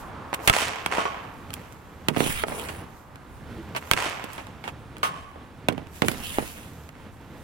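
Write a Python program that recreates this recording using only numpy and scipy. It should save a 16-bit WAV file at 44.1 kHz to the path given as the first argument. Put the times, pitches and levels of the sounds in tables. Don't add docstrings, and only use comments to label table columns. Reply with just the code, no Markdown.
import sys
import numpy as np
from scipy import signal
from scipy.fft import rfft, irfft
from scipy.io import wavfile
from scipy.ndimage import uniform_filter1d

SR = 44100
rng = np.random.default_rng(int(sys.argv[2]) if len(sys.argv) > 2 else 0)


def log_audio(samples):
    frames = np.atleast_2d(samples).T
    limited = np.clip(frames, -1, 1)
    pcm = np.round(limited * 32767).astype(np.int16)
    wavfile.write(sys.argv[1], SR, pcm)


N = 327663
TIME = np.arange(N) / SR
SIZE = 8192
HZ, AGE = np.fft.rfftfreq(SIZE, 1 / SR), np.arange(SIZE) / SR
IMPULSE = 1. 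* (AGE == 0)


def amp(db):
    return 10 ** (np.asarray(db) / 20)

def unit_rms(x):
    return x / np.sqrt(np.mean(x ** 2) + 1e-20)

def unit_hit(x):
    return x / np.sqrt(np.mean(np.sum(x ** 2, -1)) / (SR / 100) + 1e-20)

def spectrum(points, hz=HZ):
    f, value = np.transpose(points)
    return np.interp(np.log(hz + 1), np.log(f), value)

def fader(points):
    return amp(np.interp(TIME, *np.transpose(points)))

def add(mix, start_s, sound):
    part = mix[..., round(start_s * SR):][..., :sound.shape[-1]]
    part += sound[..., :part.shape[-1]]

def colour(x, db):
    log_gain = np.log(amp(np.r_[db, db[-2:0:-1]]))
    taps = np.fft.ifft(np.exp(signal.hilbert(log_gain).conj())).real[:SIZE // 2]
    return signal.fftconvolve(x, taps[None], axes=1)[:, :x.shape[1]]

def mic_noise(length, shared):
    left, right, common = rng.standard_normal((3, length))
    return np.sqrt(shared) * common + np.sqrt(1 - shared) * np.array([left, right])

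def whiten(x):
    bins = rfft(x)
    return irfft(bins / np.sqrt(uniform_filter1d(abs(bins) ** 2, size=240) + 1e-12))

def wander():
    rates_hz = np.geomspace(.8, 14, 20)
    return unit_rms(sum(np.sin(2 * np.pi * (f * TIME + rng.random())) / np.sqrt(f) for f in rates_hz))

def snaps(per_s, spread_db, cap):
    clicks = rng.standard_normal(N) * (rng.random(N) < per_s / SR)
    return unit_rms(clicks * amp(spread_db * np.minimum(rng.exponential(1, N), cap)))


# f/Hz, level/dB
TOWN_SPECTRUM = [(15, -39), (25, -35.5), (75, -2.5), (188, -8), (209, -9), (267, -9), (421, -17),
                 (457, -14), (648, -21), (848, -18.5), (1080, -23), (1570, -23), (3530, -31),
                 (15500, -68.5)]

def town_rumble(level_db=-44, sway_db=2.5):
    rumble = unit_rms(colour(mic_noise(N, shared=.95), spectrum(TOWN_SPECTRUM)))
    return rumble * amp(level_db + sway_db * wander())


# f/Hz, level/dB
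TYRE_SPECTRUM = [(100, -11), (500, -3.5), (1100, 1), (1700, -7), (3500, -22), (9000, -41)]
# t/s, level/dB
TRAFFIC_LEVELS = [(0, -41), (.3, -41), (1.2, -45.5), (1.6, -52), (2.8, -50.5), (4.8, -53), (5.6, -57.5),
                  (7.43, -57)]

def far_traffic():
    return unit_rms(colour(mic_noise(N, shared=.56), spectrum(TYRE_SPECTRUM))) * fader(TRAFFIC_LEVELS)


# f/Hz, level/dB
BREEZE_SPECTRUM = [(20, -14), (45, 0.5), (75, -5), (160, -18.5), (500, -39.5)]

def breeze(level_db=-54, gust_db=3.5):
    buffet = unit_rms(colour(mic_noise(N, shared=0), spectrum(BREEZE_SPECTRUM)))
    return buffet * amp(level_db - gust_db * wander())


def hollow_note(at_s=3.597, hz=332, level_db=-35, width_s=.02):
    swell = np.exp(-((TIME - at_s) / width_s) ** 2)
    return amp(level_db) * swell * np.sin(2 * np.pi * hz * TIME)


# delay/s, level/dB
WALL_ECHOES = [(0.0626, -12), (.090, -13.5)]
# f/Hz, t60/s
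YARD_DECAY = [(150, 0.61), (1000, 1.05), (3000, .85), (7000, 0.56), (14000, 0.18)]
# f/Hz, level/dB
YARD_SPECTRUM = [(80, -13.5), (400, 4.5), (800, 2.5), (1500, 3), (2800, -2.5), (6000, -1), (14000, -10)]

def yard_echo(sent, first_s=.052, hold_s=.09, lumps_db=1.5):
    lumps = unit_rms(uniform_filter1d(rng.standard_normal(SR), size=150))
    reflections = mic_noise(SR, shared=.39) * (rng.random(SR) < .12) * amp(lumps_db * lumps)
    hz, age, bands = signal.stft(reflections, SR, nperseg=256)
    decay = amp(-60 * np.maximum(age - first_s - hold_s, 0) / spectrum(YARD_DECAY, hz)[:, None])
    tail = signal.istft(bands * decay, SR, nperseg=256)[1][:, :SR]
    tail *= np.where(TIME[:SR] < first_s, .15, 1)
    tail /= np.linalg.norm(tail[0])
    for delay, db in WALL_ECHOES:
        slap = mic_noise(SIZE, shared=.5) * np.exp(-AGE / .0013)
        add(tail, delay, amp(db) * slap / np.linalg.norm(slap[0]))
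    return colour(signal.fftconvolve(sent, tail, axes=1)[:, :N], spectrum(YARD_SPECTRUM))


# f/Hz, level/dB
CLOTH_SPECTRUM = [(1000, -20), (3500, 2), (7000, 3.5), (10000, -5), (13000, 8.5), (15500, -1)]
# t/s, level/dB
RUSTLE_LEVELS = [(0, -48), (.1, -78), (.39, -63), (.455, -40), (.5, -53), (1.1, -60), (1.45, -64),
                 (1.55, -57), (1.8, -62.5), (2.0, -62), (2.85, -65), (2.98, -57), (3.1, -69), (3.6, -65),
                 (3.76, -60), (3.88, -49.5), (4.25, -58), (4.35, -61), (4.55, -68), (4.68, -59), (4.8, -79),
                 (5.85, -69), (5.96, -49), (6.2, -48), (6.52, -44.5), (6.6, -54), (6.87, -57), (6.95, -72),
                 (7.43, -59.5)]

def sleeve_rustle(snap_gain=.37):
    brush = snap_gain * snaps(per_s=150, spread_db=5, cap=3) + mic_noise(N, shared=.1)
    return unit_rms(colour(brush, spectrum(CLOTH_SPECTRUM))) * fader(RUSTLE_LEVELS)


def shifting_resonances(x, depth_db=3.2):
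    bands = signal.stft(x, SR, nperseg=512)[2]
    patches = uniform_filter1d(rng.standard_normal(bands.shape[1:]), size=9, axis=0)
    patches = unit_rms(uniform_filter1d(patches, size=9, axis=1))
    return signal.istft(bands * amp(depth_db * patches), SR, nperseg=512)[1][:, :N]


# f/Hz, level/dB
SCRAPE_SPECTRUM = [(60, 6), (280, -10.5), (600, -4.5), (1200, -5), (2700, 2.5), (4200, -7.5), (6500, -11.5),
                   (8500, -11.5), (9600, -20), (10900, -24), (11900, -20), (15500, -8)]
# t/s, level/dB
DRAG_LEVELS = [(.36, -95), (.42, -58), (.47, -39), (.49, -87), (2.08, -93), (2.12, -58), (2.16, -43),
               (2.20, -25), (2.27, -26.5), (2.34, -28.5), (2.435, -31.5), (2.445, -59), (2.48, -37.5),
               (2.57, -35), (2.69, -39.5), (2.80, -47.5), (2.9, -73), (3.0, -114), (4.28, -95), (4.34, -42),
               (4.41, -62), (4.48, -90), (5.86, -93), (5.95, -48), (6.02, -56), (6.06, -35), (6.13, -37),
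               (6.19, -42), (6.25, -34), (6.37, -33), (6.41, -38.5), (6.54, -44), (6.68, -48), (6.8, -70),
               (6.9, -95)]

def blade_drag(judder_db=1.3, rasp_db=-10, rasp_hz=10100):
    grains = snaps(per_s=2000, spread_db=4, cap=4)
    judder = unit_rms(uniform_filter1d(uniform_filter1d(rng.standard_normal(N), size=400), size=200))
    contact = .7 * grains + mic_noise(N, shared=.15)
    rasp = signal.lfilter(*signal.iirpeak(rasp_hz, Q=5, fs=SR), contact)
    rub = unit_rms(colour(contact, spectrum(SCRAPE_SPECTRUM))) + amp(rasp_db) * unit_rms(rasp)
    return unit_rms(shifting_resonances(rub)) * fader(DRAG_LEVELS) * amp(judder_db * judder)


# f/Hz, level/dB, t60/s
STEEL_MODES = [(1098, 8, .55), (1065, -5, 1), (1143, 11, .35), (1185, -19, 0.31), (1232, 5, 0.31),
               (1320, -7, 0.28), (1466, 4, 0.32), (1728, -8, 0.84), (2950, -14, .18), (3090, -5, 0.81),
               (3220, -9, 0.27), (3730, -14, 0.48), (4151, -16, 0.29), (4500, -14, .2), (5710, -8, .22),
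               (6340, -16, 0.24)]
# t/s, level/dB
STEEL_HITS = [(.984, -21), (1.056, -23.5), (5.031, -15.5)]

def steel_clangs(onset_db=7, onset_t60=.29):
    t = TIME[:SR]
    onset = 1 + amp(onset_db - 60 * t / onset_t60)
    clangs = np.zeros((2, N))
    for start_s, level_db in STEEL_HITS:
        ring = np.zeros((2, SR))
        for hz, db, t60 in STEEL_MODES:
            phase = rng.random() + rng.random((2, 1)) / 2
            ring += amp(db - 60 * t / t60) * np.sin(2 * np.pi * (hz * t + phase))
        add(clangs, start_s, amp(level_db) * unit_hit(ring * onset))
    return clangs


# t/s, level/dB, left against right/dB
SHOT_BASS_BUMPS = [(0.475, -22, -12), (.498, -19, 0), (3.912, -32, 8), (3.936, -31, -15)]

def bass_bumps(rise_s=.0023):
    age = AGE / rise_s
    swing = unit_hit(age * (2 - age) * np.exp(-age))
    bumps = np.zeros((2, N))
    for start_s, db, left_db in SHOT_BASS_BUMPS:
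        add(bumps, start_s, amp(db) * swing * amp([[left_db], [0]]))
    return bumps


# f/Hz, level/dB
BOARD_SPECTRUM = [(40, -51.5), (75, -11), (125, -2), (290, -2), (420, -5.5), (700, -12), (1400, -23.5),
                  (2250, -20), (2750, -25), (3250, -24), (4000, -36.5), (9000, -47)]

def board_thud(first_s=.00343, last_s=.067, edge_db=-9, t60=.4, left_db=-19, returns=9):
    delays = np.r_[first_s, rng.uniform(2 * first_s, last_s, returns)]
    gains = np.r_[1, amp(edge_db - 60 * delays[1:] / t60) * rng.choice([-1, 1], returns)]
    waves = gains @ np.exp(-4j * np.pi * delays[:, None] * np.sqrt(300 * HZ))
    return unit_hit(irfft(waves * amp(spectrum(BOARD_SPECTRUM)))) * amp([[left_db], [0]])


# f/Hz, level/dB, t60/s
BLADE_MODES = [(426, -2, 0.037), (669, 1, 0.046), (914, 2.5, 0.056), (1324, 0.5, 0.074), (1528, 6, 0.039),
               (2253, 10, .02), (3314, 5.5, 0.027), (4260, 5, 0.014)]

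def blade_ring(grit, detune=.082):
    ring = np.zeros((2, SIZE))
    for hz, db, t60 in BLADE_MODES:
        cycles = hz * (1 + detune * rng.uniform(-.84, 1)) * AGE + grit * rng.random((2, 1))
        ring += amp(db - 60 * AGE / t60) * np.sin(2 * np.pi * cycles)
    return unit_hit(ring)


def tilt(db_per_octave):
    return db_per_octave * np.log2(np.maximum(HZ, 450) / 1500)


# f/Hz, level/dB
CRACK_SPECTRUM = [(40, -27), (150, -10.5), (400, -1), (900, 4.5), (1500, -0.5), (2700, 2.5), (4000, -9.5),
                  (6500, -17), (10000, -19.5), (15500, -22)]

def direct_crack(brightness, contact_s, grit, ring_db=-5, scatter_db=-11, scatter_t60=.09):
    crunch = unit_hit(whiten(mic_noise(SIZE, shared=.18) * np.exp(-(AGE / contact_s) ** 2)))
    force = np.sqrt(grit) * crunch + np.sqrt(1 - grit) * unit_hit(IMPULSE)
    ring = amp(ring_db) * blade_ring(grit)
    scatter = unit_hit(mic_noise(SIZE, shared=.091) * amp(-60 * AGE / scatter_t60))
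    crack = unit_hit(colour(force + amp(scatter_db) * scatter, spectrum(CRACK_SPECTRUM)))
    return unit_hit(colour(crack + ring, tilt(brightness)))

def radiated_crack(brightness):
    return unit_hit(colour(IMPULSE[None], spectrum(CRACK_SPECTRUM) + tilt(brightness)))


# t/s, level/dB, brightness/(dB per octave), contact/s, grit/0-1, board thud/dB, echo against level/dB
STICK_AND_PUCK_HITS = [(0.3299, -23.5, -4.5, 0.0021, 0.7, -50, -8.5),
                       (0.339, -23.5, -0.5, 0.0095, 0.75, -58, -12),
                       (0.3445, -27, 8, 0.0028, 0.87, -55, -15),
                       (0.4753, -10, 4.5, .004, 0.99, -20.5, -0.5),
                       (.481, -12.5, 0.5, 0.011, 0.9, -41, -30), (0.4975, -7, 1, 0.0019, 0.97, -24, -37),
                       (.5657, -20, -2, 0.0027, 0.46, -40, -16), (.623, -26.5, -3.5, 0.0017, 0.14, -35, -6),
                       (0.8613, -19, 1, 0.002, 0.96, -27.5, 3), (0.983, -19.5, -7, 0.012, 0.6, -42, -32),
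                       (1.054, -22.5, -5, 0.0031, .8, -35, -29), (1.505, -36.5, 0, .002, 0.88, -59, -0.5),
                       (1.532, -36.5, 2, 0.014, 1, -56, -17), (1.5391, -29, 7.5, 0.0012, 0.97, -59, -25),
                       (2.0847, -16, 1, 0.0043, 0.8, -14, -14), (2.163, -25, -2.5, 0.0056, 1, -25, -29),
                       (2.170, -29, -7, .003, 0.2, -14.5, -33), (2.204, -24.5, -1, 0.0034, 1, -11.5, -30),
                       (2.262, -33, 2, 0.0011, 1, -19.5, -24), (2.4373, -18.5, -5, 0.0012, 0.88, -54, -12),
                       (2.467, -38, -15, 0.0045, 1, -35, -3), (2.483, -30.5, -2, 0.0024, 0.9, -30.5, -20),
                       (2.520, -29, -6.5, 0.013, 1, -32, -7.5), (2.687, -28, 0, 0.024, 1, -34, -11.5),
                       (3.158, -45, 1, 0.00078, 0.3, -65, -10), (3.749, -27, -2.5, 0.022, 1, -44, -24),
                       (3.763, -22.5, 0.7, 0.022, 0.86, -36, -11),
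                       (3.9128, -10, 2.7, 0.0015, 0.99, -20, -5), (3.935, -17.5, 2, 0.002, 0.77, -31, -12),
                       (4.062, -28, -5.5, .003, 0.06, -35, -15), (4.24, -34, 3.5, 0.0072, .9, -30.5, -1),
                       (4.332, -38, 8.5, 0.0044, .9, -57, -6), (4.380, -30, -1.5, 0.042, 0.9, -43, -20),
                       (4.469, -42, 0.5, .003, 0.63, -60, -19), (4.640, -30.5, -1, 0.041, 1, -51, -25),
                       (4.678, -26.5, -1, 0.021, 0.84, -44, -35), (4.968, -39.5, 0, .001, 1, -60, -20),
                       (4.983, -46.5, 7, 0.00065, 1, -65, -17), (5.0309, -18.5, 1.5, 0.048, 1, -60, -13.5),
                       (5.358, -41.5, -9, 0.011, .9, -57, -20),
                       (5.6856, -15, -0.5, 0.0038, 0.62, -13, -25.5),
                       (5.724, -42, 2.5, 0.0087, 1, -28.5, -24), (5.779, -34, -5.5, 0.0026, 0.65, -25, -19),
                       (6.02, -17, -0.5, 0.0037, 0.9, -12, -34), (6.047, -31, -2, 0.0027, 1, -24.5, -24),
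                       (6.0834, -16.5, 3, 0.0022, 0.8, -17.5, -17.5),
                       (6.115, -31, 5.5, 0.0087, 1, -27, -27), (6.3852, -16, -6.5, .001, 0, -19.5, -31),
                       (6.424, -37, -7, 0.017, 1, -29.5, -27), (6.8909, -42.5, 0, 0.0024, 0.5, -64, -1)]

def stick_and_puck():
    direct, sent = np.zeros((2, 2, N))
    for start_s, db, brightness, contact_s, grit, thud_db, echo_db in STICK_AND_PUCK_HITS:
        add(direct, start_s, amp(db) * direct_crack(brightness, contact_s, grit))
        add(direct, start_s, amp(thud_db) * board_thud())
        add(sent, start_s, amp(db + echo_db) * radiated_crack(brightness))
    return direct, sent


def scene(clang_echo_db=-19, left_lag_samples=10):
    hits, sent = stick_and_puck()
    clangs = steel_clangs()
    direct = hits + clangs + bass_bumps() + blade_drag() + sleeve_rustle()
    direct[0] = np.roll(direct[0], left_lag_samples)
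    echo = yard_echo(sent + amp(clang_echo_db) * clangs)
    return direct + echo + town_rumble() + breeze() + far_traffic() + hollow_note()


# f/Hz, level/dB
LEFT_MIC_RESPONSE = [(100, -1.5), (1300, -1.5), (2400, -7.5), (4000, -8), (7000, 1.5), (10200, 5),
                     (12000, -3), (15000, -20.5)]

def record(dry, ceiling=.92, edge_hz=16000):
    mics = np.vstack([colour(dry[:1], spectrum(LEFT_MIC_RESPONSE)), dry[1:]])
    squashed = ceiling * np.tanh(mics / ceiling)
    lowpass = signal.firwin(511, edge_hz, window=("kaiser", 9), fs=SR)
    return signal.oaconvolve(squashed, lowpass[None], "same")


dry = scene()
out = record(dry)
log_audio(out)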